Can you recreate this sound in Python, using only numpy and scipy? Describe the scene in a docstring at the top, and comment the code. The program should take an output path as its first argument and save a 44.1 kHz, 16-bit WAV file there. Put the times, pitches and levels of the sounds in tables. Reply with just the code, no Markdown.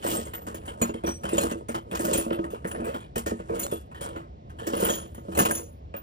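"""Raking through a metal toolbox

Hand tools are raked about in a sheet-metal toolbox outdoors, heard by the two microphone ports of a phone.
Filtered noise makes the far traffic. Decaying tones make single tools ring and the box panels boom.
Dense random impacts make steel clatter on steel, swelling whenever the hand sweeps through the heap."""
import sys
import numpy as np
from scipy import signal
from scipy.fft import rfft, irfft, next_fast_len
from scipy.io import wavfile
from scipy.ndimage import uniform_filter1d

SR = 44100
rng = np.random.default_rng(int(sys.argv[2]) if len(sys.argv) > 2 else 0)


def digitize_waveform(pressure):
    """Quantize a signal to 16-bit integers and store it at the path in sys.argv[1].

    Rows of a 2-D input are taken as channels; values are limited to [-1, 1].
    """
    field = np.atleast_2d(pressure).T
    bounded = np.clip(field, -1, 1)
    quanta = np.round(bounded * 32767).astype(np.int16)
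    wavfile.write(sys.argv[1], SR, quanta)


N = 265482
T = np.arange(N) / SR


def undb(db):
    """Turn decibels into an amplitude factor."""
    return 10 ** (np.asarray(db, float) / 20)


def shape(x, gain):
    """Filter by a gain given as a function of Hz."""
    size = next_fast_len(N, True)
    hz = np.arange(size // 2 + 1) * SR / size + 1e-3
    return irfft(rfft(x, size) * gain(hz), size)[..., :N]


def colour(table):
    """Make a gain curve through (Hz, dB) points."""
    hz, db = np.transpose(table)
    return lambda f: undb(np.interp(np.log(f), np.log(hz), db))


def unit(x):
    """Scale to an rms level of 1."""
    return x / np.sqrt(np.mean(x ** 2))


def ring(x, hz, t60):
    """One tone that dies by 60 dB in t60 seconds; a unit click gives a peak near 1."""
    r = np.exp(-np.log(1000) / (t60 * SR))
    w = 2 * np.pi * hz / SR
    return signal.lfilter([0, np.sin(w)], [1, -2 * r * np.cos(w), r * r], x)


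def clicks(s, size):
    """Single-sample impulses of the given sizes at the given seconds."""
    place = np.clip((np.asarray(s) * SR).astype(int), 0, N - 1)
    return np.bincount(place, size, N)


def grit(rate, spread_db):
    """Random impacts, about `rate` per second, a few much harder than the rest."""
    hit = rng.random(N) < rate / SR
    return unit(hit * rng.standard_normal(N) * undb(spread_db * rng.exponential(size=N)))


def walk(rate):
    """Slow wavering: `rate` random levels a second, joined by smooth slides."""
    k = int(SR / rate)
    steps = np.repeat(rng.standard_normal(N // k + 1), k)
    return unit(uniform_filter1d(steps, k)[:N])


# Tone colour of the far traffic. Each row: frequency in Hz, relative level in dB per Hz.
TRAFFIC_COLOUR = [(20, -16), (40, -7), (70, 8), (95, 3.5), (140, -2), (300, -10), (700, -11), (1500, -31.5),
                  (3000, -34), (6000, -45.5), (12000, -77), (16000, -78)]
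TRAFFIC_DB, HUM_HZ, HUM_DB = -45, 71.6, -53.5


def traffic():
    """Far road rumble is shaped noise, drawn twice; noise ringing one low tone is the wavering engine hum."""
    rumble = np.array([unit(shape(rng.standard_normal(N), colour(TRAFFIC_COLOUR))) for _ in range(2)])
    hum = unit(ring(rng.standard_normal(N), HUM_HZ, .8))
    return undb(TRAFFIC_DB) * rumble + undb(HUM_DB) * hum


# Ringing tones of each solid tool, listed under its name.
# Each row: frequency in Hz, relative level in dB, time to die by 60 dB in s before damping.
TOOL_TONES = { "spanner": [(4150, -11, .16), (6987, 0, .16), (7827, -9, .1), (8490, -10, .12),
              (12090, -9, .14), (13415, -8, .1)], "socket": [(5830, -13, .35), (6765, -4, .4),
              (9065, -10, .25), (10297, 0, .35), (10917, -6, .45), (11670, -5, .15), (12435, -12, .15),
              (14240, -2, .3), (15019, -7, .4)], "chisel": [(4414, -16, .15), (5824, 0, .35),
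              (8161, -7, .3), (8731, -12, .15), (11003, -9, .25), (12230, -9, .25), (13587, -19, .25),
              (15374, -20, .25)], "bit": [(13975, 0, .3), (14190, -4, .25)], "punch": [(3477, -9, .25),
              (11460, 0, .35)], "pliers": [(10470, 0, .25), (12198, -5, .18), (14760, -8, .18)],
              "nut": [(14965, -5, .3), (15180, 0, .3)], "bolt": [(7500, -4, .12), (8500, 0, .13)], }
# Tools that ring clearly. Each row: start in seconds, tool name, level in dB.
TOOL_RINGS = [(0.073, "bolt", -35), (0.166, "bolt", -31), (0.249, "bolt", -41.5), (.335, "bit", -42),
              (.35, "bit", -30), (0.547, "pliers", -45), (0.658, "pliers", -48), (0.816, "spanner", -24),
              (1.062, "chisel", -39), (1.089, "chisel", -40.5), (1.29, "pliers", -44.5),
              (1.331, "bolt", -33), (1.38, "spanner", -26.5), (1.41, "spanner", -31),
              (1.431, "pliers", -38.5), (1.688, "punch", -47), (1.99, "bolt", -39),
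              (2.132, "spanner", -27.5), (2.134, "bolt", -24.5), (2.175, "pliers", -27.5),
              (2.21, "punch", -39), (2.326, "punch", -40), (2.504, "punch", -46), (2.668, "pliers", -43),
              (2.712, "pliers", -44), (3.593, "socket", -32.5), (3.632, "spanner", -30),
              (3.712, "punch", -32), (4.665, "pliers", -43), (4.764, "pliers", -36), (4.8, "socket", -32.5),
              (4.845, "socket", -31), (4.897, "socket", -28), (4.951, "socket", -35),
              (5.145, "socket", -53), (5.348, "spanner", -35.5), (5.388, "pliers", -21),
              (5.388, "socket", -24), (5.452, "pliers", -35), (5.51, "socket", -30), (5.55, "socket", -31),
              (5.586, "socket", -43.5), (5.963, "nut", -36)]
RING_RISE_T60_S = 0.029  # a tool is set ringing over a few ms, not at one instant


def tools(scatter_db=1.5, chatter_s=.04, chatter_db=-4.0, split_hz=35., damped=.48, waver_db=3.5):
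    """Solid steel rings on a few high tones, each a close pair; chattering neighbours damp it unevenly."""
    chance = rng.standard_normal((len(TOOL_RINGS), 9))
    touches = grit(rate=550.0, spread_db=3.5)
    waver = undb(waver_db * np.minimum(walk(rate=42.0), 1))
    out = 0
    for name, modes in TOOL_TONES.items():
        rows = [k for k, row in enumerate(TOOL_RINGS) if row[1] == name]
        s, db = np.transpose([(TOOL_RINGS[k][0], TOOL_RINGS[k][2]) for k in rows])
        for m, (hz, mode_db, t60) in enumerate(modes):
            blow = clicks(s, undb(db + mode_db + scatter_db * chance[rows, m]))
            settle = signal.lfilter([1], [1, -np.exp(-1 / (chatter_s * SR))], blow)
            chatter = undb(chatter_db) * settle * touches / np.sqrt(chatter_s * SR)
            lower = ring(blow + chatter, hz, damped * t60)
            upper = ring(blow - chatter, hz + split_hz, damped * t60 / 2)
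            # ringing a second time softens the start; the factor restores the level
            pair = ring(lower + upper, hz, RING_RISE_T60_S)
            pair = pair * 2 * np.log(1000) / (RING_RISE_T60_S * SR)
            out = out + pair * np.roll(waver, int(hz))  # each tone is damped at its own moments
    return out


# Sweeps of the hand through the heap. Each row: moment of full force in seconds, time held in seconds,
# panel rumble in dB, rattle in dB, rattle treble in dB.
HAND_SWEEPS = [(0.105, .06, -31.5, -37, -31.5), (0.41, .4, -45.5, -54, -59.5),
               (1.362, 0.086, -29.5, -33, -35), (2.066, 0.062, -26, -37, -36),
               (2.302, .15, -35, -51.5, -62), (2.776, .12, -32.5, -40, -53),
               (3.593, .04, -33.5, -40.5, -41.5), (4.068, .07, -40, -52, -70),
               (4.761, .17, -31, -36, -35.5), (5.427, .08, -29, -33.5, -35.5)]
RISE_SLOPE, FADE_SLOPE = 113.5, 127  # dB per s, before each layer's own steepness


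def stir(column, steep):
    """Level of the hand's sweeps: all swell, hold and fade at the same rates, and add as power."""
    power = 0
    for row in HAND_SWEEPS:
        full_s, hold_s = row[:2]
        before = np.maximum(full_s - T, 0)
        after = np.maximum(T - full_s - hold_s, 0)
        slack_db = RISE_SLOPE * before + FADE_SLOPE * after
        power = power + undb(row[column] - steep * slack_db) ** 2
    return np.sqrt(power)


# small clinks inside the sweeps: level over the rattle, its spread, ring-out
CLINK_DB, CLINK_SPREAD_DB, CLINK_T60_S = 3.5, 0.5, 0.24
LUMP_SPAN = 2.8  # ratio from the lowest to the highest pitch of small parts


def clinks(rattle, treble, count=40):
    """Extra clack rows drawn by chance, thickest where the heap rattles most."""
    when, size, tone = rng.random((count, 3)).T
    busy = np.cumsum(np.sqrt(rattle))
    targets = busy[-1] * (np.arange(count) + when) / count
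    i = np.searchsorted(busy, targets).clip(0, N - 100)
    db = 20 * np.log10(rattle[i]) + CLINK_DB - CLINK_SPREAD_DB * np.log(1 - size)
    treble_db = 20 * np.log10(treble[i] / rattle[i])
    return list(zip(T[i], db, treble_db, np.full(count, CLINK_T60_S), 1300.0 * LUMP_SPAN ** tone))


PATCHY_DB, PATCHES_PER_S = 2.5, 30


def patchy(x, count=7):
    """Other pieces slide at each moment: every band of the rattle swells and dips on its own."""
    centres = np.linspace(np.log2(700.), np.log2(15000.), count)

    def band(k):
        return lambda f: np.interp(np.log2(f), centres, np.arange(count) == k)

    return sum(undb(PATCHY_DB * walk(rate=PATCHES_PER_S)) * shape(x, band(k)) for k in range(count))


# Steel hitting steel. Each row: start in seconds, level in dB, treble in dB against that level,
# time for the rattle to die by 60 dB in s, clank pitch in Hz.
STEEL_CLACKS = [(0.0256, -32.5, -9, 0.2, 3000), (0.0402, -30, -2, 0.35, 1920),
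                (0.0688, -27, -2, 0.32, 2900), (0.169, -30, -9, 0.22, 3200), (0.2507, -40, 1, 0.23, 2080),
                (0.27, -37, -3, 0.094, 2100), (0.334, -29, -6.5, 0.22, 1870),
                (0.4663, -27.5, -8.5, 0.21, 1060), (0.544, -34, 4, 0.12, 1800),
                (0.651, -40.5, 0.5, 0.19, 3040), (0.6755, -27, -6.5, 0.16, 3070),
                (0.8145, -17.5, -5.5, 0.2, 2425), (0.892, -28, -34, 0.099, 1350),
                (0.9383, -33.5, -11, 0.22, 3150), (1.0365, -31.5, -11, 0.33, 1070),
                (1.069, -21.5, -7, 0.17, 1430), (1.2342, -29, -7, 0.11, 1720),
                (1.2515, -27.5, -11, 0.18, 3080), (1.287, -29, -6.5, 0.42, 2685),
                (1.3803, -18, -10, 0.085, 2750), (1.4112, -39, 10, 0.066, 1790),
                (1.5122, -25, -4, 0.12, 2680), (1.6842, -26, -4, 0.19, 1380),
                (1.7444, -17.5, -12.5, 0.14, 1310), (1.912, -26, -9, 0.15, 1170),
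                (1.93, -25, -12, 0.086, 1840), (1.95, -25.5, -1.5, 0.21, 1630),
                (1.9915, -32.5, 6, 0.41, 1890), (2.0486, -24, 0.5, 0.084, 1480),
                (2.078, -37, -6, 0.079, 2880), (2.131, -24.5, 2.5, 0.36, 2660),
                (2.176, -27.5, 3.5, 0.2, 2630), (2.3047, -28, -36, 0.12, 1400),
                (2.327, -27.5, -15, 0.19, 2730), (2.389, -29.5, -35, 0.054, 1870),
                (2.4403, -31, -13, 0.11, 1880), (2.5032, -43.5, -1.5, 0.38, 2750),
                (2.5427, -33, -30, 0.19, 1230), (2.6448, -25.5, -18, 0.16, 1800),
                (2.6728, -35, -1, 0.19, 1630), (2.712, -27.5, -5.5, 0.089, 1700),
                (2.7467, -30, -28, 0.14, 1810), (2.844, -30.5, -4, 0.35, 1190),
                (2.9402, -30, -10.5, 0.25, 1430), (3.0048, -37.5, -9, 0.22, 2430),
                (3.1565, -21, -3, 0.11, 1870), (3.1777, -31, 4.5, 0.17, 2080),
                (3.261, -26.5, -1, 0.28, 1830), (3.389, -38, -12.5, 0.24, 1470),
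                (3.489, -37, -17, 0.58, 1550), (3.5473, -32, -4, 0.34, 1380),
                (3.5902, -28.5, -1.5, 0.073, 1590), (3.631, -30, 4, 0.084, 3330),
                (3.713, -33.5, -3, 0.31, 3360), (3.9125, -45, -18, 0.37, 1900),
                (3.9461, -38, -15.5, 0.67, 1810), (4.0098, -29.5, -4, 0.36, 1480),
                (4.087, -38.5, 2, 0.067, 1980), (4.16, -31, -16.5, 0.29, 1270),
                (4.4952, -40.5, -11.5, 0.15, 1570), (4.586, -33, -11.5, 1, 1726),
                (4.6668, -31, 4.5, 0.17, 1900), (4.732, -23.5, -29, 0.25, 1250),
                (4.81, -29.5, 1, 0.23, 3060), (4.844, -23.5, -11, 0.38, 1210),
                (4.8845, -27, -3.5, 0.42, 3240), (5.1463, -39.5, -8, 0.14, 1880),
                (5.178, -42, -18, 0.12, 2020), (5.3173, -36, -9.5, 0.28, 3080),
                (5.3497, -26.5, -6, 0.21, 1150), (5.3724, -22.5, 0.5, 0.57, 1110),
                (5.3884, -7, -9, 0.085, 1730), (5.451, -10.5, -7.5, 0.077, 2870),
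                (5.5077, -14.5, -3, 0.053, 1620), (5.5453, -38, 3.5, 0.27, 2540),
                (5.9399, -29.5, -25, 0.2, 1220), (5.963, -38, -10, 0.12, 1580)]
# Tone colour of the rattle. Each row: frequency in Hz, relative level in dB.
RATTLE_COLOUR = [(500, 1), (900, 10.5), (1500, 3.5), (2200, -14.5), (2900, -8.5), (3800, -21.5),
                 (5500, -24.5), (7000, -22), (11000, -22.5), (14800, -9.5), (15800, -32)]
RATTLE_STEEPER = 1.5  # the rattle rises and fades this many times faster in dB
LUMP_T60_S, JINGLE_HZ = .018, 6200.
JINGLE_FADE_S = 0.093  # small parts come to rest before the rattle ends


def clatter(split_hz=3540.0, crack_s=0.0015, crack_db=-5.0, rise_s=0.0024, clank_t60=0.041,
            parts_t60=0.03, air_hz=11600.0, hard_db=-24.5, under_peak_db=-4.5):
    """Each clack is a crack, a clank, jolted small parts and a dying rattle; the rattle is drawn twice."""
    rattle = stir(column=3, steep=RATTLE_STEEPER)
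    treble = stir(column=4, steep=RATTLE_STEEPER)
    rows = STEEL_CLACKS + clinks(rattle, treble)
    low, high = rattle ** 2, treble ** 2  # power of the dull and bright rattle
    pieces = np.zeros(N)
    jolts = grit(rate=1500.0, spread_db=0.9)
    pitch = rng.random((len(rows), 8))
    for (s, db, treble_db, t60, hz), chance in zip(rows, pitch):
        i = int(s * SR)
        t = T[:min(N - i, SR // 4)]
        here = slice(i, i + len(t))
        crack = undb(crack_db) ** 2 * np.exp(-t / crack_s)
        decay = 10 ** (-6 * t / max(t60, .02))
        power = undb(db + under_peak_db) ** 2 * (1 - np.exp(-t / rise_s)) * (decay + crack)
        low[here] += power
        high[here] += power * undb(treble_db) ** 2
        # the pieces that were struck sound their own tones at every jolt while they settle
        shake = jolts[here]
        clank = unit(ring(shake, hz, clank_t60))
        lumps = unit(sum(ring(shake, 1200. 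* LUMP_SPAN ** c, LUMP_T60_S) for c in chance[:3]))
        jingle = unit(sum(ring(shake, JINGLE_HZ * 2.4 ** c, parts_t60) for c in chance[3:]))
        jingle = undb(treble_db - 6.5) * jingle * np.exp(-t / JINGLE_FADE_S)
        pieces[here] += np.sqrt(power) * (undb(-10.5) * clank + undb(-10.0) * lumps + jingle)
    # two draws, as the two ports hear the heap unalike
    impacts = np.array([grit(rate=3500., spread_db=1.5) for _ in range(2)])
    grains = patchy(shape(impacts, colour(RATTLE_COLOUR)))
    dull = shape(grains, lambda f: 1 / (1 + (f / split_hz) ** 4))
    bright = unit(grains - dull)
    air = shape(bright, lambda f: 1 / (1 + (air_hz / f) ** 12))
    # only hard contacts reach the very top
    hard = np.minimum((high / undb(hard_db) ** 2) ** 0.84, 1)
    crisp = bright - (1 - hard) * air
    # the heap slips in fits, so the rattle comes in clumps
    fits = undb(1.9 * walk(rate=70.))
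    return fits * (np.sqrt(low) * unit(dull) + np.sqrt(high) * crisp) + pieces


# Blows on the box panels. Each row: start in seconds, level in dB, favoured panel tone in Hz.
PANEL_BLOWS = [(0.046, -22, 484), (0.085, -24, 339), (0.124, -23, 237), (0.181, -19, 250),
               (0.265, -29, 418), (0.335, -37, 340), (0.471, -25.5, 220), (0.543, -30.5, 605),
               (0.68, -33.5, 322), (0.816, -13, 230), (0.892, -22.5, 296), (0.944, -25.5, 234),
               (1.037, -16.5, 372), (1.062, -22.5, 243), (1.081, -17.5, 290), (1.24, -22.5, 191),
               (1.329, -16.5, 335), (1.379, -16, 605), (1.438, -19, 231), (1.515, -20, 220),
               (1.552, -27, 336), (1.609, -28, 374), (1.69, -21, 250), (1.748, -24, 333), (1.917, -23, 190),
               (1.932, -24.5, 470), (1.996, -20, 340), (2.148, -16.5, 505), (2.181, -19.5, 322),
               (2.263, -18.5, 245), (2.308, -15, 326), (2.344, -25, 331), (2.389, -18, 334),
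               (2.441, -27.5, 360), (2.532, -26, 464), (2.647, -19, 193), (2.868, -27.5, 453),
               (2.942, -29, 324), (3.163, -17.5, 235), (3.264, -20, 504), (3.313, -17.5, 212),
               (3.396, -25.5, 200), (3.495, -18.5, 447), (3.514, -21.5, 450), (3.534, -21, 484),
               (3.724, -19, 448), (4.013, -28.5, 534), (4.163, -26.5, 358), (4.614, -29.5, 474),
               (4.67, -19.5, 313), (4.735, -19, 457), (4.799, -29, 554), (4.825, -13, 435),
               (4.896, -17.5, 560), (5.178, -34, 232), (5.284, -23.5, 187), (5.373, -17.5, 545),
               (5.402, -14.5, 190), (5.424, -24, 237), (5.455, -19, 427), (5.509, -24.5, 574),
               (5.593, -30, 466), (5.942, -29.5, 550)]
# Tones of the sheet-metal panels. Each row: frequency in Hz, relative level in dB,
# time to die by 60 dB in s.
PANEL_TONES = [(117, -37, 0.12), (189.7, -7, 0.16), (231.3, -6.5, 0.21), (278, -9, 0.098),
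               (332.5, -0.5, 0.18), (420.4, -4, 0.15), (467.9, 1.5, 0.11), (560, 3, 0.087),
               (606.7, -2, 0.1), (685, -4, 0.092), (950, -10.5, 0.16), (910, -6.5, 0.033),
               (1020, -24, 0.11), (1253, -9.5, 0.17)]


def box(focus_db=9.0, focus_oct=0.2, push_s=0.00066, scatter_db=2.5, snap_hz=880.0, snap_t60=.008,
        snap_db=-8.0, mode_share_db=-10.5):
    """Each blow drives all panel tones, most those near its own; the sliding heap drums on them too."""
    s, db, tone = np.transpose(PANEL_BLOWS)
    chance = rng.standard_normal((len(s), 2 * len(PANEL_TONES)))
    blows = rumble = 0
    drumming = grit(rate=300., spread_db=3.0)
    for k, (hz, mode_db, t60) in enumerate(PANEL_TONES):
        near_db = focus_db * np.exp(-(np.log2(tone / hz) / focus_oct) ** 2)
        size = undb(db + mode_db + near_db + scatter_db * chance[:, k] + mode_share_db)
        size = size * np.sign(chance[:, -k - 1])
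        late = 0.00215 * np.abs(chance[:, -k - 1])  # the tool lands along its length, not at one instant
        blows = blows + ring(clicks(s + late, size), hz, t60)
        shifted = np.roll(drumming, rng.integers(N))
        rumble = rumble + undb(mode_db) * ring(shifted, hz, t60)
    # the flat of the panel snaps at once, before the modes build up
    snap = ring(clicks(s, undb(db + snap_db)), snap_hz, snap_t60)
    push = np.hanning(int(push_s * SR) + 3)  # a short push instead of a bare click
    softened = np.convolve(blows, push / push.sum())[:N]
    return softened + snap + stir(column=2, steep=0.98) * unit(rumble)


# How the two microphone ports differ. Each row: frequency in Hz, left lag in turns of the wave
# (before the steady lead below), left minus right in dB, likeness of the two from 0 to 1.
PORT_DIFFERENCES = [(0, 0.042, -1.5, 1), (146, 0.027, 0.5, 0.89), (450, 0.32, -3, 0.97), (914, 0.612, 1, 1),
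                    (1525, 0.77, -0.5, 0.97), (1990, 0.95, -2, 0), (2800, 1.002, -2, 0.9),
                    (3480, 1.137, -2, 0), (5180, 1.425, 1, 0.7), (5845, 1.986, 1, 1), (7880, 2.025, 0, 1),
                    (10600, 1.93, 0.5, 0.52), (11280, 1.815, 0.5, 1), (13800, 1.68, 1.5, 1),
                    (16500, 1.8, -13.5, .93)]
LEFT_LEADS_S = 0.00011


def two_ports(solid, shared, own):
    """The left port hears its own level and timing at each pitch, and partly its own mix of the noise."""
    hz, turns, db, alike = np.transpose(PORT_DIFFERENCES)

    def port(f):
        turn = f * LEFT_LEADS_S - np.interp(f, hz, turns)
        return undb(np.interp(f, hz, db)) * np.exp(2j * np.pi * turn)

    def share(f):
        return np.clip(np.interp(f, hz, alike), 0, 1)

    left = solid + shape(shared, share) + shape(own, lambda f: np.sqrt(1 - share(f) ** 2))
    return np.array([shape(left, port), solid + shared])


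def scene():
    """Box and tools reach both ports alike; clatter and traffic reach them partly unalike."""
    shared, own = clatter() + traffic()
    solid = box() + tools()
    return two_ports(solid, shared, own)


TOP_HZ = 15900


def record(dry):
    """The deepest bass is thinned and the top cut; a gentle limit keeps the loudest clacks from clipping."""
    thin = signal.sosfilt(signal.butter(3, 30., "high", fs=SR, output="sos"), dry)
    limited = np.tanh(thin)
    return signal.sosfilt(signal.ellip(10, .2, 80, TOP_HZ, fs=SR, output="sos"), limited)


dry = scene()
out = record(dry)
digitize_waveform(out)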